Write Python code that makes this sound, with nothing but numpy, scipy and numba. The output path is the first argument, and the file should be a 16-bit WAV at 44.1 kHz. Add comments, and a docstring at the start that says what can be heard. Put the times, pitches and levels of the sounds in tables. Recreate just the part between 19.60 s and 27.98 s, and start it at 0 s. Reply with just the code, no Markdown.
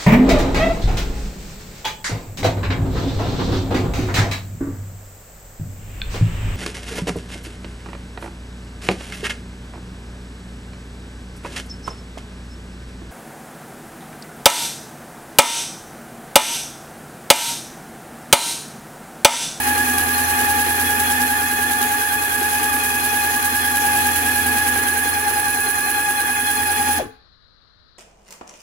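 """A wavering whine with a rattle and a rasp: a small brushed motor drives a screw actuator on a workbench.
Its ten slots sing a tone and octave that waver with each gear turn; the tone also swells with each screw turn.
Teeth knock the housing into ringing, brushes scratch the commutator bars; a two-port microphone moves in.
The power is cut, the rotor brakes in about a tenth of a second, and the small room dies away to a faint hiss."""
import sys
import numpy as np
from scipy import signal
from scipy.fft import rfft, irfft, next_fast_len
from scipy.io import wavfile
from numba import njit

SR = 44100
rng = np.random.default_rng(int(sys.argv[2]) if len(sys.argv) > 2 else 0)


def materialize(psi):
    """Save the field psi as 16-bit PCM at rate SR to the path in sys.argv[1].

    A 1-D psi becomes a single channel; in a 2-D psi each row is a channel.
    """
    bounded = np.clip(np.atleast_2d(psi).T, -1, 1)
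    quanta = np.round(bounded * 32767).astype(np.int16)
    wavfile.write(sys.argv[1], SR, quanta)


N = 369558
TIME = np.arange(N) / SR  # s

SHAFT_HZ, GEAR_RATIO, SLOTS = 83.43, 8.5, 10
CUT_S, BRAKE_S, SPARK_S = 7.384, .118, .016  # power cut; time to rest; time for the sparks to die
# microphone moving in: (time [s], closeness [0-1])
APPROACH = [(4.7, 0), (5.4, 0.83)]


def undb(db):
    """Decibels to amplitude."""
    return 10 ** (np.asarray(db) / 20)


def unit(x):
    """Scale to rms 1."""
    return x / np.sqrt(np.mean(x ** 2))


def curves(table):
    """Columns of a timed table, interpolated per sample."""
    time_s, *columns = np.transpose(table)
    return [np.interp(TIME, time_s, column) for column in columns]


def walk(rate_hz):
    """Smooth random wander of spread near 1, with rate_hz knots a second."""
    knots = rng.standard_normal(16384)
    return 1.2 * np.interp(TIME * min(rate_hz, 1900), np.arange(len(knots)), knots)


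def ring(x, hz, width_hz):
    """One fixed resonance, gain 1 at its centre."""
    b, a = signal.iirpeak(min(hz, SR * 9 / 20), hz / width_hz, fs=SR)
    return signal.lfilter(b, a, x)


@njit
def moving_ring(x, hz, width_hz):
    """One resonance whose centre and width move, gain 1 at the centre (state-variable filter)."""
    y, band, low = np.empty(len(x)), 0., 0.
    for i in range(len(x)):
        g = np.tan(np.pi * hz[i] / SR)
        k = width_hz[i] / hz[i]
        v = (band + g * (x[i] - low)) / (1 + g * (g + k))
        band = 2 * v - band
        low = low + 2 * g * v
        y[i] = k * v
    return y


def colour(x, table):
    """Filter two channels by a (frequency [Hz], left [dB], right [dB]) spectrum on a log-frequency axis."""
    hz, *sides_db = np.transpose(table)
    size = next_fast_len(N, True)
    log_f = np.log(np.arange(size // 2 + 1) * SR / size + 1)
    gain = undb([np.interp(log_f, np.log(hz), side_db) for side_db in sides_db])
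    return irfft(rfft(x, size) * gain, size)[:, :N]


def ports(wave, left_db, right_db, lag_rad):
    """A complex tone at both ports; the left one hears it lag_rad later."""
    left = undb(left_db) * (wave * np.exp(-1j * lag_rad)).imag
    right = undb(right_db) * wave.imag
    return np.array([left, right])


def room(x, wet_db, t60_low_s=0.47, t60_high_s=0.31, split_hz=2500):
    """Direct sound plus a diffuse tail whose treble dies sooner."""
    t = np.arange(SR // 2) / SR
    noise = rng.standard_normal((2, len(t)))
    low = signal.sosfilt(signal.butter(2, split_hz, fs=SR, output="sos"), noise)
    tail = low * 1000 ** (-t / t60_low_s) + (noise - low) * 1000 ** (-t / t60_high_s)
    tail *= t > .004  # tail starts after 4 ms
    tail *= undb(wet_db) / np.sqrt(np.sum(1000 ** (-2 * t / t60_low_s)))
    return x + signal.fftconvolve(x, tail, axes=1)[:, :N]


def standing(x):
    """Narrow room modes build up once the walls return the sound, and ring on afterwards."""
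    # room modes: (centre [Hz], width [Hz], level from afar [dB], level close up [dB])
    room_modes = [(438, 8, -1, 4), (834, 6.5, 1, -6.5), (1678, 8, -9, -11)]
    wall_lag_s = .02997
    close, = curves(APPROACH)
    returned = np.array([np.interp(TIME - wall_lag_s, TIME, port, left=0) for port in x])
    modes = 0
    for hz, width_hz, far_db, near_db in room_modes:
        modes = modes + undb(far_db + close * (near_db - far_db)) * ring(returned, hz, width_hz)
    return x + modes


def background(rumble_hz=70, rumble_db=-59):
    """A faint hiss, mostly on the left, over a low rumble that sinks 12 dB after the cut."""
    # hiss spectrum: (frequency [Hz], left [dB per Hz], right [dB per Hz])
    quiet = [(25, -79.5, -90.5), (79.7, -78, -78), (159.3, -89, -87), (300, -96.5, -94.5), (556, -92, -99),
             (850, -97, -105), (1250, -86.5, -106), (1720, -90.5, -107), (2500, -106, -114),
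             (3250, -97, -113), (4100, -82.5, -113), (5030, -96.5, -119), (6140, -113, -128),
             (8000, -130, -131)]
    hiss = colour(rng.standard_normal((2, N)) * np.sqrt(SR / 2), quiet) * undb(.5 * walk(36))
    rumble_band = signal.butter(2, [18, rumble_hz], "band", fs=SR, output="sos")
    rumble = unit(signal.sosfilt(rumble_band, rng.standard_normal(N)))
    return hiss + rumble * undb(rumble_db + np.interp(TIME, [CUT_S, 8], [0, -12]))


def braking(bend=1.3):
    """Share of full speed: steady until the cut, then falling to rest."""
    return np.clip(1 - (TIME - CUT_S) / BRAKE_S, 0, 1) ** bend


def unpowered():
    """0 while the current flows, 1 once it has died."""
    return np.clip((TIME - CUT_S) / SPARK_S, 0, 1)


def effort(db, per_load, screw_db, close_db):
    """A part's level in dB: follows the load, swells once a screw turn, shifts as the microphone nears."""
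    # friction along the stroke, scaled by per_load: (time [s], load [dB])
    friction = [(0, 1.5), (.75, 2), (1.45, 1.5), (1.85, -1.5), (2.55, -3), (3.25, -1), (3.85, -2),
                (4.7, 2.5), (5.4, 0), (6.5, -5.5), (7.35, 0.5)]
    screw_s, binds_s = .7, .14  # time of one screw turn; moment it binds hardest
    screw = np.cos(2 * np.pi * (TIME - binds_s) / screw_s)
    return db + per_load * curves(friction)[0] + screw_db * screw + close_db * curves(APPROACH)[0]


def over_turn(gear):
    """Speed change and relative swells at each gear angle in turns, in the order of the table's columns."""
    # one gear turn: (share of the turn [0-1], speed change [%], whine [dB], octave from afar [dB],
    #                 octave close up [dB], brushes [dB]); swells relative, scaled where used
    gear_turn = [(.07, 0, 2.5, 1.5, 1, 2.3), (.21, .5, -2, 4.5, 1, -.3), (.3, 1.6, -7, -1, -4.5, -2.8),
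                 (.44, .2, -8, 2.5, 4.5, -.2), (.53, 1.4, -5, -6, 0, -.4), (.63, .3, -1, -5, -4.5, -1.1),
                 (.77, -1, 1, -4.5, -1.5, -2.3), (.88, -1.8, 4.2, 1, 2.5, 2.4)]
    share, *columns = np.transpose(gear_turn)
    return [np.interp(gear, share, column, period=1) for column in columns]


def rotor(speed, flutter=.002, gear_start_turns=.125):
    """Shaft and gear angles in turns; the gear binds and frees once a turn, so the shaft speed wavers."""
    gear = gear_start_turns + np.cumsum(speed) * SHAFT_HZ / GEAR_RATIO / SR
    waver = over_turn(gear)[0] / 100
    waver = waver - np.average(waver, weights=speed)
    hz = SHAFT_HZ * speed * (1 + waver + flutter * walk(30))
    return np.cumsum(hz) / SR, gear


def brushes(turns, gear, drive, bar_db=1.0, shaft_db=-1.1, grit_db=1.0, catch_db=0.9,
            rasp_surge=1.36, sizzle_surge=.75, spit_share=1.2, narrowing=.25, unpowered_db=-20):
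    """Brushes scratch over each commutator bar; the grit rasps broadly and rings the brush holder."""
    # rasp spectrum, relative: (frequency [Hz], left [dB], right [dB])
    rasp_spectrum = [(1550, -9, -4.5), (2880, 2, 0.5), (3400, -1, -14), (5800, 0, -8.5), (7550, 0.5, -5.5),
                     (8600, 2.5, -8), (10720, -3.5, -17), (12450, -6.5, -6.5), (15800, -8.5, 2)]
    # holder resonances, levels relative: (starting centre [Hz], width [Hz], from afar [dB], close up [dB])
    holder_modes = [(9450, 2100, -12.5, -7.5), (10616, 1550, 4.5, 4), (11210, 870, 0.5, -9),
                    (13090, 900, 0.5, -3.5), (15330, 1400, -2, -1)]
    # drift of the holder's main ring, scales all its modes: (time [s], centre [Hz])
    holder_drift = [(4.7, 10800), (5.4, 10720), (5.95, 10570), (6.55, 10620), (7.3, 10460)]
    rasp_db = effort(db=-27.5, per_load=0.47, screw_db=0.53, close_db=-3.0)
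    sizzle_db = effort(db=-27.0, per_load=0.36, screw_db=-0.1, close_db=3.5)
    close, = curves(APPROACH)
    centre_hz, = curves(holder_drift)

    bar = (turns * SLOTS).astype(int) % SLOTS
    wear_db = shaft_db * unit(rng.standard_normal(SLOTS))[bar]
    chance_db = grit_db * walk(1200) + catch_db * walk(110)
    bars_db = bar_db * np.cos(2 * np.pi * SLOTS * turns)
    contact = undb(bars_db + wear_db + chance_db + unpowered_db * unpowered())
    scratch = contact * rng.standard_normal((3, N)) * drive

    # the load surges every gear turn; at its height the brushes spit once a shaft turn
    surge_db = over_turn(gear)[4]
    spit = np.cos(np.pi * turns) ** 8 * (1 + .5 * walk(SHAFT_HZ))
    surge_db = surge_db + spit_share * np.maximum(surge_db, 0) * (spit - spit.mean())

    rasp = unit(colour(scratch[:2], rasp_spectrum) * undb(rasp_surge * surge_db)) * undb(rasp_db)
    holder = 0
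    for start_hz, full_width_hz, far_db, near_db in holder_modes:
        hz = start_hz * centre_hz / centre_hz[0]
        width_hz = full_width_hz * (1 - narrowing * close)
        rung = moving_ring(moving_ring(scratch[2], hz, width_hz), hz, 2 * width_hz)
        holder = holder + undb(far_db + close * (near_db - far_db)) * rung
    # the holder beams straight at the right port, so it is drier than the rasp
    sizzle = unit(holder * undb(sizzle_surge * surge_db)) * undb(sizzle_db) * undb([[-17], [4.5]])
    return room(rasp, wet_db=-3, t60_high_s=.27) + room(sizzle, wet_db=-7, t60_high_s=.27)


def rattle(turns, drive, clatter, scatter_db=9, scrape=0.94, apart_hz=1900, heavy_hz=600):
    """Teeth knock unevenly and scrape; the housing rings, the same at both ports only in the bass."""
    # housing and bench resonances, levels relative: (centre [Hz], width [Hz], left [dB], right [dB])
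    housing = [(112, 25, -5, -3.5), (262.2, 13.4, 6, 1), (289.6, 36, 7.5, 2.5), (360.6, 38, -3.5, 5.5),
               (414.6, 86, 2.5, -8), (782, 69, 4.5, -12.5), (918, 68, -0.5, -1), (1206, 247, -0.5, -14.5),
               (1720, 264, -4.5, 0), (1871, 36, 2.5, 3), (2500, 247, -10.5, -2), (2710, 930, -10.5, -6.5)]
    knocks = np.diff(np.floor(turns * SLOTS), prepend=0)
    uneven = undb(scatter_db * np.tanh(walk(300) / 2))
    force = unit(knocks * rng.standard_normal((2, N)) * uneven)
    force = force + scrape * rng.standard_normal((2, N))
    out = 0
    for hz, table_width_hz, left_db, right_db in housing:
        angle = np.pi / 2 * min(hz / apart_hz, 1)  # ports share less towards the treble
        pair = np.array([force[0], np.cos(angle) * force[0] + np.sin(angle) * force[1]])
        # braking throws the gears across their play, which shakes the heavy, low modes
        pair = pair * (clatter if hz < heavy_hz else drive)
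        width_hz = 1.4 * table_width_hz  # two rings in series narrow the peak
        out = out + undb([[left_db], [right_db]]) * ring(ring(pair, hz, width_hz), hz, width_hz)
    knock_db = effort(db=-30.0, per_load=0.59, screw_db=0.9, close_db=0.3)
    return room(unit(out) * undb(knock_db), wet_db=-15.0)


def tone(turns, order, rough_db, slip_rad):
    """One shaft order; play between the teeth shakes its size and timing."""
    phase = 2 * np.pi * (order * turns + rng.random()) + slip_rad * walk(110)
    return np.sqrt(2) * undb(rough_db * walk(60)) * np.exp(1j * phase)


def whine(turns, gear, speed, drive, whine_lead_turns=.15, deepen=0.39, throb=0.85, octave_throb=1.29,
          hum_wander_db=0.5, drone_wander_db=2.0):
    """Imbalance hums, the slots sing with their octave, and weaker gear orders crowd around them."""
    # level of the two main tones; load, screw and distance are added to the whine only:
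    # (time [s], whine [dB], octave [dB])
    main_tones = [(0, -23.5, -28.5), (.2, -29, -21.5), (.5, -25.5, -25), (1.5, -23.5, -24), (2.3, -26, -25),
                  (3.4, -26.5, -25), (4.5, -24.5, -23), (5.1, -29, -21), (5.6, -27.5, -26),
                  (6.35, -29.5, -23), (7.35, -24, -27)]
    # weaker tones, relative: (multiple of the shaft speed, rounded in use [-], left [dB], right [dB])
    weak_orders = [(2, -63.5, -50.5), (5, -47, -42), (6, -73, -64), (9, -37.5, -48), (12, -47.5, -55.5),
                   (14, -32, -37), (17, -37.5, -38), (19, -32, -32.5), (21, -62, -32), (22, -44.5, -48.5),
                   (25, -46, -41.5), (28, -63, -41.5), (30, -34.5, -44.5), (40, -36.5, -42.5),
                   (50, -38.5, -51.5), (60, -43.5, -58.5), (69.4, -42, -61.5), (79.5, -39.5, -58),
                   (91.2, -48, -52.5)]
    close, = curves(APPROACH)
    slot_db, octave_db = curves(main_tones)
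    hum_db = effort(db=-39, per_load=1.5, screw_db=-0.5, close_db=-0.5) + hum_wander_db * walk(5.5)
    drone_db = effort(db=-36.5, per_load=1.0, screw_db=-0.5, close_db=-4) + drone_wander_db * walk(7)
    slot_db = effort(slot_db, per_load=.05, screw_db=2.5, close_db=2.9)
    # heard from close up, the throb is deeper and falls earlier in the turn
    slot_db = slot_db + throb * over_turn(gear + whine_lead_turns * close)[1] * (1 + deepen * close)
    far_db, near_db = over_turn(gear)[2:4]
    octave_db = octave_db + octave_throb * (far_db + close * (near_db - far_db))

    # without current the rotor shudders in its play and the octave drops 20 dB
    off = unpowered()
    shudder = undb(26 * (1 - speed) - 9 * off) * np.exp(1.1j * off * walk(350))
    slot = tone(turns, order=SLOTS, rough_db=1.4 + 2 * off, slip_rad=.14) * undb(1.0 * walk(12)) * shudder
    octave = tone(turns, order=2 * SLOTS, rough_db=1.1, slip_rad=.13) * undb(-20 * off)
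    slots = ports(slot * undb(slot_db), -1.5, -6.0, 0.92) + ports(octave * undb(octave_db), -3.0, 0, 5.5)
    hum = ports(tone(turns, order=1, rough_db=2.0, slip_rad=0.056) * undb(hum_db), -1.5, 1.3, 0)
    drone = ports(tone(turns, order=3, rough_db=3.5, slip_rad=0.19) * undb(drone_db), -0.43, -0.785, 0)

    gears = 0
    for multiple, left_db, right_db in weak_orders:
        order = round(multiple)
        # the same play between the teeth smears high orders more
        wave = tone(turns, order=order, rough_db=3.0, slip_rad=.65 + .008 * order) * undb(1.5 * walk(1.5))
        gears = gears + ports(wave, left_db, right_db, order * 0.218)
    gears = gears * undb(0.6 * over_turn(gear + 0.3)[1] - 1.27 - 0.37 * close - 7.7 * off)
    return (hum + drone + slots) * drive + room(gears * drive, wet_db=-3.5)


def scene(drive_law=1.6, clatter_law=0.63, jolt_db=10):
    """The running actuator in its room, over the background; as it brakes the tones fade and the gears jolt."""
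    speed = braking()
    turns, gear = rotor(speed)
    drive = speed ** drive_law
    clatter = speed ** clatter_law * undb(jolt_db * (1 - speed))
    body = standing(whine(turns, gear, speed, drive) + rattle(turns, drive, clatter))
    return body + brushes(turns, gear, drive) + background()


def record(dry, top_hz=15850):
    """The recorder cuts the top steeply."""
    return signal.sosfilt(signal.ellip(12, .2, 90, top_hz, fs=SR, output="sos"), dry)


dry = scene()
out = record(dry)
materialize(out)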